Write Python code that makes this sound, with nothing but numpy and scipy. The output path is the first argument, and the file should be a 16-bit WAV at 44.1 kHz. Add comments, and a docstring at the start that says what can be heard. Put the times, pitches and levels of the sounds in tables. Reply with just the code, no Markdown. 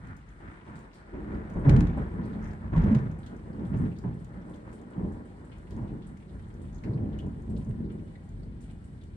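"""Steady rain falls on a garden, heard from the shelter of a house: many random drops merge into a wash.
Thunder, a pile of tiny shocks, starts with a tearing sound, then peals twice, rattling a pane and booming.
It then rolls away in ever duller rumbles, shaped by a list of peals over a slowly changing roll.
All along, drips pat, tick and splash on wet brick and leaves, made of short bursts of tiny impacts.
Thin metal rings faintly under the drops, and pings under three heavier ones in the second half."""
import sys
import numpy as np
from scipy import signal
from scipy.fft import rfft, irfft
from scipy.io import wavfile
from scipy.ndimage import uniform_filter1d

SR = 44100
rng = np.random.default_rng(int(sys.argv[2]) if len(sys.argv) > 2 else 0)


def digitize_waveform(pressure):
    """Quantize a signal to 16-bit integers and store it at the path in sys.argv[1].

    Rows of a 2-D input are taken as channels; values are limited to [-1, 1].
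    """
    field = np.atleast_2d(pressure).T
    bounded = np.clip(field, -1, 1)
    quanta = np.round(bounded * 32767).astype(np.int16)
    wavfile.write(sys.argv[1], SR, quanta)


N = 403956
TIME = np.arange(N) / SR
BINS_HZ = np.maximum(np.arange(N // 2 + 1) * SR / N, 1)

# In the tables, levels are relative: each sound's own gain may shift them all together.
# t60 is the time a sound takes to fall by 60 dB.


def from_db(db):
    """Turn decibels into a gain."""
    return 10 ** (np.asarray(db) / 20)


def rms_one(x):
    """Scale a signal to an average strength (rms) of 1."""
    return x / np.sqrt(np.mean(x ** 2) + 1e-20)


def at_hz(rows, hz):
    """Read the columns of a table at any frequency, on a log-frequency axis."""
    points, *columns = np.transpose(rows)
    return [np.interp(np.log(hz), np.log(points), column) for column in columns]


def tint(x, colour):
    """Give a signal a spectrum; white noise keeps its power."""
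    gain = rms_one(from_db(at_hz(colour, BINS_HZ)[0]))
    return irfft(rfft(x) * gain, N)


def drift(rate):
    """Smooth chance: random points, `rate` of them a second, joined by straight lines."""
    points = rng.standard_normal(2000)
    return np.interp(TIME * rate, np.arange(len(points)), points)


def impacts(per_s, spread_db):
    """Two streams of randomly timed clicks of uneven size, with an rms of 1."""
    sizes = from_db(spread_db * np.minimum(rng.exponential(1, (2, N)), 4))
    signs = rng.choice([-1, 1], (2, N))
    happens = rng.random((2, N)) < per_s / SR
    return rms_one(sizes * signs * happens)


def flurry_energy(per_s, spread_db, t60):
    """Energy left by random impacts that each die away over t60 seconds."""
    fall = from_db(-60 / (SR * t60))
    hits = impacts(per_s, spread_db)[0] ** 2 + 1e-18
    return signal.lfilter([1], [1, -fall ** 2], hits)


def resonate(x, hz, width_hz):
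    """Ring at one pitch, like a small struck body; white noise keeps its power."""
    r = np.exp(-np.pi * width_hz / SR)
    poles = [1, -2 * r * np.cos(2 * np.pi * hz / SR), r * r]
    return signal.lfilter([1, 0, -1], poles, x) * np.sqrt((1 - r * r) / 2)


def burst(age, rise_s, t60, tail_db, tail_t60):
    """Loudness shape of one impact: a quick rise, a fall, and a faint tail off the walls."""
    age = np.maximum(age, 0)
    rise = 1 - np.exp(-age / rise_s)
    fall = from_db(-60 * age / t60)
    tail = from_db(tail_db - 60 * age / tail_t60)
    return rise * (fall + tail)


def bursts(events, rise_s, t60, tail_db, tail_t60):
    """Loudness shape of a table of impacts, whose powers add up."""
    power = np.zeros(N + SR)
    shape = burst(TIME[:SR], rise_s, t60, tail_db, tail_t60)
    for s, db in events:
        start = max(int(s * SR), 0)
        power[start:start + SR] += (from_db(db) * shape) ** 2
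    return np.sqrt(power[:N])


def swelling_tones(rows):
    """Each row is a resonance that builds up and soon dies."""
    out, age = np.zeros(N + SR), TIME[:SR]
    for s, hz, db, swell_s in rows:
        start = int(s * SR)
        swells = age / swell_s
        shape = swells * np.exp(1 - np.minimum(swells, 50))  # reaches 1 after swell_s
        out[start:start + SR] += from_db(db) * shape * np.sin(2 * np.pi * hz * age)
    return out[:N]


# short echoes off floor, roof and walls: (delay t/s, level/dB)
ECHOES = [(.00404, -38.5), (.00626, -17), (.00716, -45.5), (0.0335, -17), (.046, -17.5)]
# standing waves of the shelter: (f/Hz, width/Hz, level/dB)
STANDING_WAVES = [(44.3, 14, 2.5), (139.3, 5.5, -12.5), (214.7, 13.3, 4.5), (302, 9.4, 1.2), (378, 49, 4.5),
                  (436, 27, 3), (578, 43, 5), (701, 38, 4.5), (787, 16, 3), (797, 9.8, 6), (880, 33, 6),
                  (1002, 87, 5), (1330, 11, 2.5), (1437, 21, 4)]


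def shelter(x):
    """Near walls add short echoes and lift or weaken a few standing waves."""
    response = 1
    for delay, db in ECHOES:
        response = response + from_db(db) * np.exp(-2j * np.pi * BINS_HZ * delay)
    lift_db = 0
    for hz, width, db in STANDING_WAVES:
        lift_db = lift_db + db / (1 + (2 * (BINS_HZ - hz) / width) ** 2)
    return irfft(rfft(x) * rms_one(response) * from_db(lift_db), N)


# colour of the rain and the storm's low murmur: (f/Hz, level/dB per Hz)
RAIN_COLOUR = [(20, -22.5), (45, 24), (180, 8.5), (400, 0.5), (900, -9.5), (1900, -8.5), (2600, -24.5),
               (4200, -22.5), (5500, -28.5), (7000, -28.5), (8100, -19.5), (9600, -26.5), (10800, -42.5),
               (15500, -50.5)]


def rain(drops_per_s=9000, spread_db=2.5, level_db=-52.5, waver_db=1.4, clump_db=1.2):
    """Countless far drops on lawn and trees merge into a wash over the storm's low murmur."""
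    wash = tint(impacts(drops_per_s, spread_db), RAIN_COLOUR)
    hiss = irfft(rfft(wash) * np.interp(BINS_HZ, [5000, 8000], [0, 1]), N)
    waver = from_db(level_db + waver_db * drift(23))
    # the fine hiss of the nearest drops comes in clumps
    clumped_hiss = hiss * from_db(clump_db * drift(12))
    return waver * (wash - hiss + clumped_hiss)


def patter(per_s=240, level_db=-74.5, spread_db=4.5, width_hz=1500, tilt_db=-8.5, t60=0.09):
    """Lesser drips at random: short broad splats, each surface with its own pitch."""
    out, pitches = 0, np.geomspace(1600, 5600, num=8)
    for hz in pitches:
        energy = flurry_energy(per_s / len(pitches), spread_db, t60)
        ring = resonate(resonate(impacts(6000, 2.5), hz, width_hz), hz, width_hz)
        weight = from_db(tilt_db * np.log2(hz / pitches[0]))  # tilt_db per octave
        out = out + weight * rms_one(np.sqrt(energy) * ring)
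    return from_db(level_db) * rms_one(out)


def lesser(count, db, spread_db):
    """Faint drops at random moments, one to each equal share of the time: rows (t/s, level/dB)."""
    place, size = rng.random((count, 2)).T
    times = (np.arange(count) + place) * N / SR / count
    return list(zip(times, db + spread_db * (2 * size - 1)))


# small hard drops that tick close by: (t/s, peak level/dB)
TICKS = [(0.1665, -61), (0.7896, -62), (1.499, -63), (3.1143, -63), (3.2625, -57.5), (3.7738, -62),
         (3.9862, -60), (4.245, -62), (4.5425, -65), (4.7155, -68), (5.7069, -59.5), (5.765, -64),
         (6.932, -74), (7.1881, -59.5), (7.265, -67), (7.4974, -71), (7.5637, -75), (8.638, -68)]
# drips that burst into spray on wet ground: (t/s, peak level/dB)
SPLASHES = [(0.7516, -63), (0.945, -63), (1.59, -69), (1.9699, -63), (2.2492, -63.5), (3.185, -62),
            (3.66, -64.5), (3.7843, -61), (4.14, -67), (4.1964, -65), (4.4934, -62), (4.7275, -56),
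            (4.9, -67), (5.125, -67), (5.25, -68), (5.445, -63), (5.865, -75), (6.0661, -60), (6.48, -66),
            (6.6149, -60), (7.4981, -62), (7.5718, -59.5), (7.6894, -64), (7.915, -65), (8.235, -67),
            (8.6119, -59), (8.7046, -63), (8.8398, -62), (9.065, -72)]
# colour of a tick: (f/Hz, level/dB per Hz)
TICK_COLOUR = [(1500, -19.5), (3500, -8.5), (7000, 5), (9500, -2), (11000, -20.5), (15000, -10)]
# colour of the spray: (f/Hz, level/dB per Hz)
SPRAY_COLOUR = [(3000, -9.5), (6800, -5.5), (8000, 8), (9500, 0), (11000, -14.5), (15500, -31)]


def splashes(tick_db=1.0, spray_db=-5.5):
    """Near drops: a hard tick, or a hiss of fine droplets falling back."""
    ticks = TICKS + lesser(count=22, db=-65.5, spread_db=0.5)
    sprays = SPLASHES + lesser(count=22, db=-75.0, spread_db=-5.5)
    tick_shape = bursts(ticks, rise_s=0.00032, t60=0.014, tail_db=-11.0, tail_t60=0.17)
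    spray_shape = bursts(sprays, rise_s=0.0027, t60=0.04, tail_db=-2.0, tail_t60=0.3)
    tick = tint(tick_shape * impacts(12000, 2.2), TICK_COLOUR)
    spray = tint(spray_shape * impacts(5000, 2.8), SPRAY_COLOUR)
    return from_db(tick_db) * tick + from_db(spray_db) * spray


# heavy drips on brick and leaves; narrow for a plop, wide for a splat:
# (t/s, level/dB, f/Hz, width/Hz, t60/s)
PATS = [(0.2882, -57, 6400, 1200, .03), (0.753, -60, 3700, 3000, .15), (0.929, -60.5, 4300, 2200, 0.37),
        (1.936, -55, 2970, 1180, 0.05), (1.989, -56, 2900, 1200, 0.058), (2.04, -56, 2970, 1200, 0.045),
        (2.228, -63, 4040, 2000, 0.38), (2.327, -59.5, 3300, 1494, 0.22), (2.4244, -55, 6000, 2400, .03),
        (2.44, -54, 5800, 2400, .035), (2.456, -58, 5800, 2000, .03), (2.482, -65, 5700, 1200, .04),
        (2.508, -59, 4200, 3500, 0.08), (3.228, -59.5, 3360, 1800, 0.17), (3.262, -55.5, 3200, 1610, 0.13),
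        (3.647, -59.5, 3000, 2000, 0.14), (3.735, -53, 2300, 1090, 0.16), (3.85, -55, 2600, 1800, 0.11),
        (3.915, -55, 2400, 1000, 0.11), (3.962, -58, 3700, 2200, 0.097), (3.986, -47, 4630, 1390, 0.016),
        (4.244, -61, 2600, 2400, .1), (4.535, -52.5, 3300, 900, .035), (4.543, -61, 3600, 2200, 0.09),
        (5.513, -59.5, 2600, 1800, 0.32), (5.706, -58.5, 3230, 2600, 0.22), (5.876, -60, 2900, 2000, .12),
        (6.018, -60.5, 3180, 1700, 0.26), (6.29, -61.5, 3400, 1800, 0.12), (6.727, -55, 6100, 1600, 0.023),
        (6.7453, -47, 6700, 1700, 0.016), (6.756, -60, 6100, 1600, .04), (6.779, -59, 6400, 2200, .03),
        (6.782, -57.5, 3700, 1400, .06), (6.836, -46, 2000, 900, 0.12), (6.835, -56.5, 3770, 1800, 0.15),
        (6.932, -54.5, 4200, 800, 0.053), (6.973, -49, 1870, 1100, 0.05), (7.127, -57, 3170, 1400, 0.08),
        (7.188, -40, 3000, 480, 0.032), (7.199, -48, 3200, 905, 0.034), (7.563, -55.5, 3650, 2400, 0.1),
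        (7.9, -65, 2900, 2000, 0.14), (8.077, -66, 3300, 1800, 0.11), (8.15, -49.5, 1970, 280, 0.087),
        (8.153, -58, 3770, 550, .05), (8.429, -58, 4600, 750, .06), (8.695, -62, 3200, 1500, 0.11),
        (9.011, -60, 3450, 1400, 0.14)]


def pats(gain_db=-5.0):
    """Each heavy drip hits sharply and breaks up in a flurry of tiny impacts; what it lands on rings briefly."""
    out = np.zeros((2, N + SR))
    grains = np.tile(impacts(14000, 4.0), 2)  # repeated, so late drips do not run out
    for s, db, hz, width_hz, t60 in PATS:
        shape = burst(TIME[:SR // 2], rise_s=0.0019, t60=t60, tail_db=-21.5, tail_t60=0.31)
        span = slice(int(s * SR), int(s * SR) + len(shape))
        body = resonate(resonate(grains[:, span], hz, width_hz), hz, width_hz)
        out[:, span] += from_db(db + gain_db) * shape * rms_one(body)
    return out[:, :N]


# pitches at which thin metal nearby, perhaps the gutter, rings: (f/Hz, rms level/dB, t60/s)
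GUTTER_MODES = [(1320, -83.5, 0.12), (1340, -78.5, .15), (1600, -77.5, .2), (2090, -90, .2),
                (2210, -79.5, .2), (2364, -84, 0.36), (2490, -85.5, .38), (2850, -85.5, .2),
                (2940, -82, .2), (3140, -82, .12), (3500, -86.5, 0.14), (3540, -87, .1),
                (4220, -88.5, 0.23)]
# heavier drops on it: (t/s, level/dB above its steady ringing)
GUTTER_HITS = [(5.52, 21.5), (7.902, 19), (8.7, 17)]


def gutter(per_s=40, spread_db=3.0, gain_db=-5.5):
    """Drops keep the metal's modes faintly ringing; a heavy one makes them ping."""
    out = 0
    for hz, db, t60 in GUTTER_MODES:
        r = from_db(-60 / (t60 * SR))
        w = 2 * np.pi * hz / SR
        drops = impacts(per_s, spread_db) * np.sqrt(2 * (1 - r * r))  # makes the steady ringing rms 1
        for s, hit_db in GUTTER_HITS:
            drops[:, int(s * SR)] += from_db(hit_db) * rng.choice([-1, 1], 2)
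        ring = signal.lfilter([0, np.sin(w)], [1, -2 * r * np.cos(w), r * r], drops + 1e-18)
        out = out + from_db(db + gain_db) * ring
    return out


# something loose clanks as the second peal hits: (t/s, f/Hz, peak level/dB, swell/s)
CLANKS = [(2.745, 1090, -42, 0.0062), (2.75, 958, -44, 0.0091), (2.805, 946, -50, 0.014)]


def clanks():
    """Something loose, struck by the second peal, rings briefly at a few pitches."""
    return swelling_tones(CLANKS)


# the pane knocks in its frame: (t/s, peak level/dB)
PANE_KNOCKS = [(1.693, -30.5), (1.763, -38), (1.8056, -36.5), (1.8695, -46), (2.7626, -49.5),
               (2.7776, -45.5), (2.7905, -55), (2.8195, -49.5), (2.837, -48), (2.858, -58.5), (2.873, -63),
               (2.9206, -52), (2.9479, -38), (2.9684, -54), (2.988, -52)]
# colour of the pane's knocks: (f/Hz, level/dB per Hz)
PANE_COLOUR = [(600, -0.5), (2000, 10), (3800, 2.5), (4700, -2.5), (5500, -3), (7000, -4.5), (9500, -10),
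               (11000, -36)]


def rattle(gain_db=-0.5):
    """The peals shake a loose pane: short dry knocks of shaped noise."""
    shape = bursts(PANE_KNOCKS, rise_s=0.00097, t60=0.027, tail_db=-18.0, tail_t60=0.26)
    return from_db(gain_db) * tint(shape * rng.standard_normal((2, N)), PANE_COLOUR)


# the heaviest shocks boom between walls and roof: (t/s, f/Hz, peak level/dB, swell/s)
BOOMS = [(1.666, 142, -2.5, 0.01), (1.672, 42, -18, 0.046), (1.668, 282, -18, .012),
         (1.684, 204, -15.5, 0.0094), (1.69, 75, -12, 0.019), (1.705, 133.3, -7, 0.025),
         (1.68, 558, -28, 0.014), (1.81, 295, -19, 0.012), (1.878, 166.4, -22.5, 0.011),
         (2.763, 164, -8.5, 0.014), (2.76, 43.5, -16, 0.033), (2.833, 205, -11.5, 0.014),
         (2.908, 217.5, -8, 0.015), (2.945, 131.5, -12, 0.018), (3.715, 204, -21, 0.0066),
         (3.76, 112, -13, 0.0093), (3.829, 107, -16, 0.0028), (4.045, 189, -22.5, 0.014),
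         (4.977, 190, -19.5, 0.0097), (5.04, 175, -21.5, 0.0069), (5.77, 205, -23, .006),
         (5.81, 109, -25, 0.0096), (6.858, 322, -30, 0.027), (6.892, 117, -20, 0.0088),
         (6.948, 130, -17, 0.0083), (7.024, 101, -18.5, 0.0046), (7.245, 200, -31, 0.013),
         (7.495, 202, -30, 0.011), (7.695, 117, -20, 0.0078)]


def booms(gain_db=-6.5):
    """A heavy shock builds up a standing wave under the roof, which soon dies."""
    return from_db(gain_db) * swelling_tones(BOOMS)


# single shock fronts stand out of the roll as dull knocks: (t/s, peak level/dB)
SHOCK_FRONTS = [(.403, -43), (.515, -48), (.672, -44), (1.135, -42), (1.35, -44), (1.652, -32),
                (1.972, -32.5), (2.73, -33), (2.755, -41), (4.036, -36), (4.943, -43.5), (4.987, -41),
                (5.775, -39), (5.835, -40.5), (6.872, -43.5)]
# colour of these knocks: (f/Hz, level/dB per Hz)
FRONT_COLOUR = [(120, -19), (300, 8), (450, -4.5), (650, -4), (1000, -9), (2000, -19.5), (3500, -40),
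                (9000, -74.5)]


def knocks(gain_db=-6.5):
    """A steep front from a nearer bend of the lightning channel, with its echo off the houses."""
    shape = bursts(SHOCK_FRONTS, rise_s=0.00078, t60=0.27, tail_db=-22.0, tail_t60=0.41)
    return from_db(gain_db) * tint(shape * impacts(2500, 0.77), FRONT_COLOUR)


# each stretch of the lightning channel arrives as a peal or a softer surge; near ones keep their treble:
# (t/s, swell/s, length/s, level/dB, tilt of the lows/dB per octave, treble/dB, deep bass/dB)
PEALS = [(0.005, 0.048, 0.1, -44, -1, 15.5, -1.5), (0.395, 0.069, 0.1, -46, .5, 15.5, 6.5),
         (0.657, 0.018, 0.1, -44.5, 0.5, 13, -3.5), (1.104, 0.047, 0.27, -41, 8, -23, 16),
         (1.265, 0.061, 0.16, -44, 5.5, -1.5, 5.5), (1.546, 0.027, 0.025, -29.5, 6, -11, 14),
         (1.635, 0.024, 0.081, -21, 1.7, -0.5, -5), (1.704, .03, 0.099, -21, -2.5, 0.5, -4.5),
         (1.958, 0.011, 0.037, -32, 2, 0.5, -5.5), (2.084, 0.1, 0.09, -32, 0.5, -2.5, -12),
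         (2.176, 0.022, 0.23, -36.5, 1, 1, -11), (2.357, 0.1, 0.16, -36.5, 1, 7.5, 6.5),
         (2.574, 0.069, 0.1, -35, -0.5, 5, -1.5), (2.715, 0.023, 0.16, -24.5, -2, 4.5, -7),
         (2.841, 0.028, 0.13, -27, 0.5, 3, -11), (3.042, 0.03, .07, -35.5, 0, -6, -2.5),
         (3.284, 0.051, 0.064, -40.5, 5, -6, 1), (3.435, 0.024, 0.18, -40.5, 4, -6, -14.5),
         (3.562, 0.061, 0.075, -30, 0.5, -7, -10.5), (3.685, 0.045, 0.17, -27, -2.5, -2, -11.5),
         (4.032, .02, 0.045, -30.5, -2, -9, -16), (4.132, 0.053, 0.082, -46, 2, -7, -0.5),
         (4.284, 0.084, 0.11, -45, 6.5, -5.5, 0.5), (4.433, 0.046, 0.083, -43, 6, -6.5, -0.5),
         (4.632, 0.05, 0.055, -44, 3, 4, 5), (4.947, 0.041, 0.13, -32.5, 3, -12, 4),
         (5.125, 0.052, .08, -45.5, 3.5, -13, 3), (5.528, 0.099, 0.044, -50.5, -6.5, -1, 7),
         (5.671, 0.085, 0.18, -36, 1, -5, 6), (5.894, 0.027, 0.065, -37, 2.5, -17, -4.5),
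         (6.018, 0.054, 0.12, -44.5, 0, 2, 0.5), (6.294, 0.041, 0.067, -44, 0.5, 2, 7),
         (6.541, 0.086, 0.061, -45, 6, -19, 4), (6.826, 0.05, 0.24, -30.5, 2.5, -19, -5.5),
         (7.091, 0.043, 0.085, -36.5, 0.5, -5, 2.5), (7.202, .04, 0.092, -34.5, -0.5, -8, -7.5),
         (7.465, 0.025, 0.11, -31.5, -1, -14, -3), (7.644, 0.025, 0.071, -34.5, -1, -12, 2),
         (7.764, .05, 0.13, -35, 3, -36, -3), (7.875, 0.082, 0.15, -39, 2, -19, -6.5),
         (8.255, 0.066, 0.064, -48.5, -5.5, -18, 9), (8.388, 0.015, 0.15, -44.5, 0.5, -11, 10.5),
         (8.645, 0.048, 0.11, -44.5, -2, -2, -1)]
# the roll that cloud and land throw back between the peals:
# (t/s, level/dB, tilt of the lows/dB per octave, treble/dB)
ROLL = [(0.0, -48.5, -2.5, 17.5), (0.31, -56.5, -5, 28), (0.57, -53, 3, 18.5), (1.06, -57, 7.5, 8.5),
        (1.15, -43.5, -1, 14.5), (1.55, -37.5, 3.5, 1.5), (1.85, -29.5, -3, 8.5), (2.29, -41.5, 1.5, 5),
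        (2.67, -51, 1, 11.5), (3.0, -38, -3.5, 9.5), (3.3, -44.5, 0.5, 6.5), (4.18, -42, -1.5, 3.5),
        (4.83, -48.5, 6.5, 0.5), (5.31, -44, 3.5, -1), (5.72, -48, 1.5, 6), (6.25, -47, -0.5, 3.5),
        (6.74, -41, -1.5, 3.5), (8.2, -44, -1, -2.5), (9.16, -46, -3, -22)]
TILT_PIVOT_HZ, TILT_OCTAVES = 183, 1.44  # the tilt acts this far on either side of the pivot
TREBLE_HZ = (428, 1880)  # the treble's gain sets in over this range
DEEP_HZ = (50, 130)  # the deep bass's gain fades out over this range
PEAL_FALL_DB_PER_S = 113


def thunder_gain(hz):
    """Strength of the thunder at one pitch: every peal rises, holds and dies away on top of the roll."""
    octaves = np.clip(np.log2(hz / TILT_PIVOT_HZ), -TILT_OCTAVES, TILT_OCTAVES)
    high = np.interp(np.log(hz), np.log(TREBLE_HZ), [0, 1])
    deep = np.interp(np.log(hz), np.log(DEEP_HZ), [1, 0])
    time = TIME[::40]  # a coarse clock is enough for slow changes
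    s, db, tilt_db, treble_db = np.transpose(ROLL)
    roll_db = np.interp(time, s, db + octaves * tilt_db + high * treble_db)
    power = from_db(roll_db) ** 2
    for s, swell_s, length, db, tilt_db, treble_db, deep_db in PEALS:
        rise = np.clip((time - s) / swell_s, 0, 1)
        fall_db = PEAL_FALL_DB_PER_S * np.maximum(time - s - length, 0)
        colour_db = octaves * tilt_db + high * treble_db + deep * deep_db
        power += (rise * from_db(db + colour_db - fall_db)) ** 2
    return np.interp(TIME, time, np.sqrt(power))


# colour of the crackle: (f/Hz, level/dB per Hz)
CRACKLE_COLOUR = [(500, -12), (1200, 6.5), (2200, 5.5), (2800, -5.5), (3700, -10.5), (4700, -21.5),
                  (9000, -42), (11000, -62)]


def crackle(per_s=330, spread_db=2.7, t60=0.018, gain_db=-21.5, steepening=1.46):
    """The sharpest shocks make the treble crackle densely; it grows faster than the peal that carries it."""
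    energy = flurry_energy(per_s, spread_db, t60)
    snaps = rms_one(np.sqrt(energy) * rng.standard_normal((2, N)))
    strength = thunder_gain(TREBLE_HZ[1]) ** steepening
    return from_db(gain_db) * tint(snaps, CRACKLE_COLOUR) * strength


# long-term colour of the thunder: (f/Hz, level/dB per Hz)
THUNDER_COLOUR = [(22, -30.5), (31, -22), (42, 0), (75, 3), (135, 0.5), (230, -2.5), (330, -12.5),
                  (480, -19.5), (700, -26.5), (1800, -31.5), (2200, -40), (2650, -49.5), (4500, -68),
                  (9000, -65.5), (11000, -100)]


def thunder(shocks_per_s=1100, spread_db=-0.5, level_db=-0.33, even_s=.06, flutter_db=0.85, lumps_db=2.16):
    """Shocks from all along the lightning channel pile up; those from far away have lost their treble."""
    shocks = rfft(shelter(tint(impacts(shocks_per_s, spread_db), THUNDER_COLOUR)))
    edges_hz = [26, 58, 100, 170, 280, 480, 650, 850, 1150, 2200, 12000]
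    out = 0
    for low, high in zip(edges_hz, edges_hz[1:]):
        band = irfft(shocks * ((BINS_HZ >= low) & (BINS_HZ < high)), N)
        # so many shocks overlap that each stretch of the channel gives an even roar
        swell = np.sqrt(uniform_filter1d(band ** 2, int(even_s * SR), axis=1) + 1e-18)
        roar = band / swell * band.std()
        lumps = from_db(lumps_db * drift(16))
        out = out + roar * thunder_gain(np.sqrt(low * high)) * lumps
    return from_db(level_db + flutter_db * drift(45)) * out


# the two microphones: (f/Hz, left-right likeness from 0 to 1, lead of the left/rad, left minus right/dB)
PORTS = [(40, 1, .07, 3), (90, 0.95, .12, -1), (165, 0.93, .05, -0.1), (268, 0.91, .45, -1.5),
         (426, 0.59, 0.69, 1.7), (630, 0.18, 1.13, -1), (930, 0.4, 1.54, 0.5), (1507, 0.51, 3.74, 1),
         (1900, 0.34, 2.55, 1.3), (2520, 0.24, 2.65, 2.3), (3370, .17, 0.53, 1.2), (5300, 0.15, 2.1, 2.5),
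         (7500, 0.57, 2.1, 6), (8500, 1, 2, 3.5), (10300, 0.58, .7, -1.5)]


def microphones(pair):
    """Two ports hear the bass alike and the middle and lower treble less alike;
    around 8500 Hz they agree again, and the left one leads."""
    alike, lead, balance_db = at_hz(PORTS, BINS_HZ)
    alike = np.clip(alike, 0, 1)
    sides = np.array([[1], [-1]])  # left, right
    common, apart = rfft(pair)
    ports = np.sqrt((1 + alike) / 2) * common + sides * np.sqrt((1 - alike) / 2) * apart
    phase = np.exp(1j * sides * lead / 2)
    return irfft(ports * phase * from_db(sides * balance_db / 2), N)


def scene():
    """Rain and drips, the house's answer to the thunder, and the thunder itself."""
    under_roof = shelter(rain() + patter() + splashes() + pats() + knocks())
    shaken = clanks() + booms()
    heard = microphones(under_roof + gutter() + rattle() + crackle() + thunder())
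    return heard + shaken * from_db([[-.7], [.7]])  # slightly stronger on the right


def record(dry):
    """The microphone loses the lowest bass, and the top is cut steeply."""
    heard = irfft(rfft(dry) / np.sqrt(1 + (30 / BINS_HZ) ** 12), N)
    # at least 70 dB down from 16400 Hz upwards
    top_cut = signal.cheby2(14, 70, 16400, fs=SR, output="sos")
    return signal.sosfilt(top_cut, heard)


dry = scene()
out = record(dry)
digitize_waveform(out)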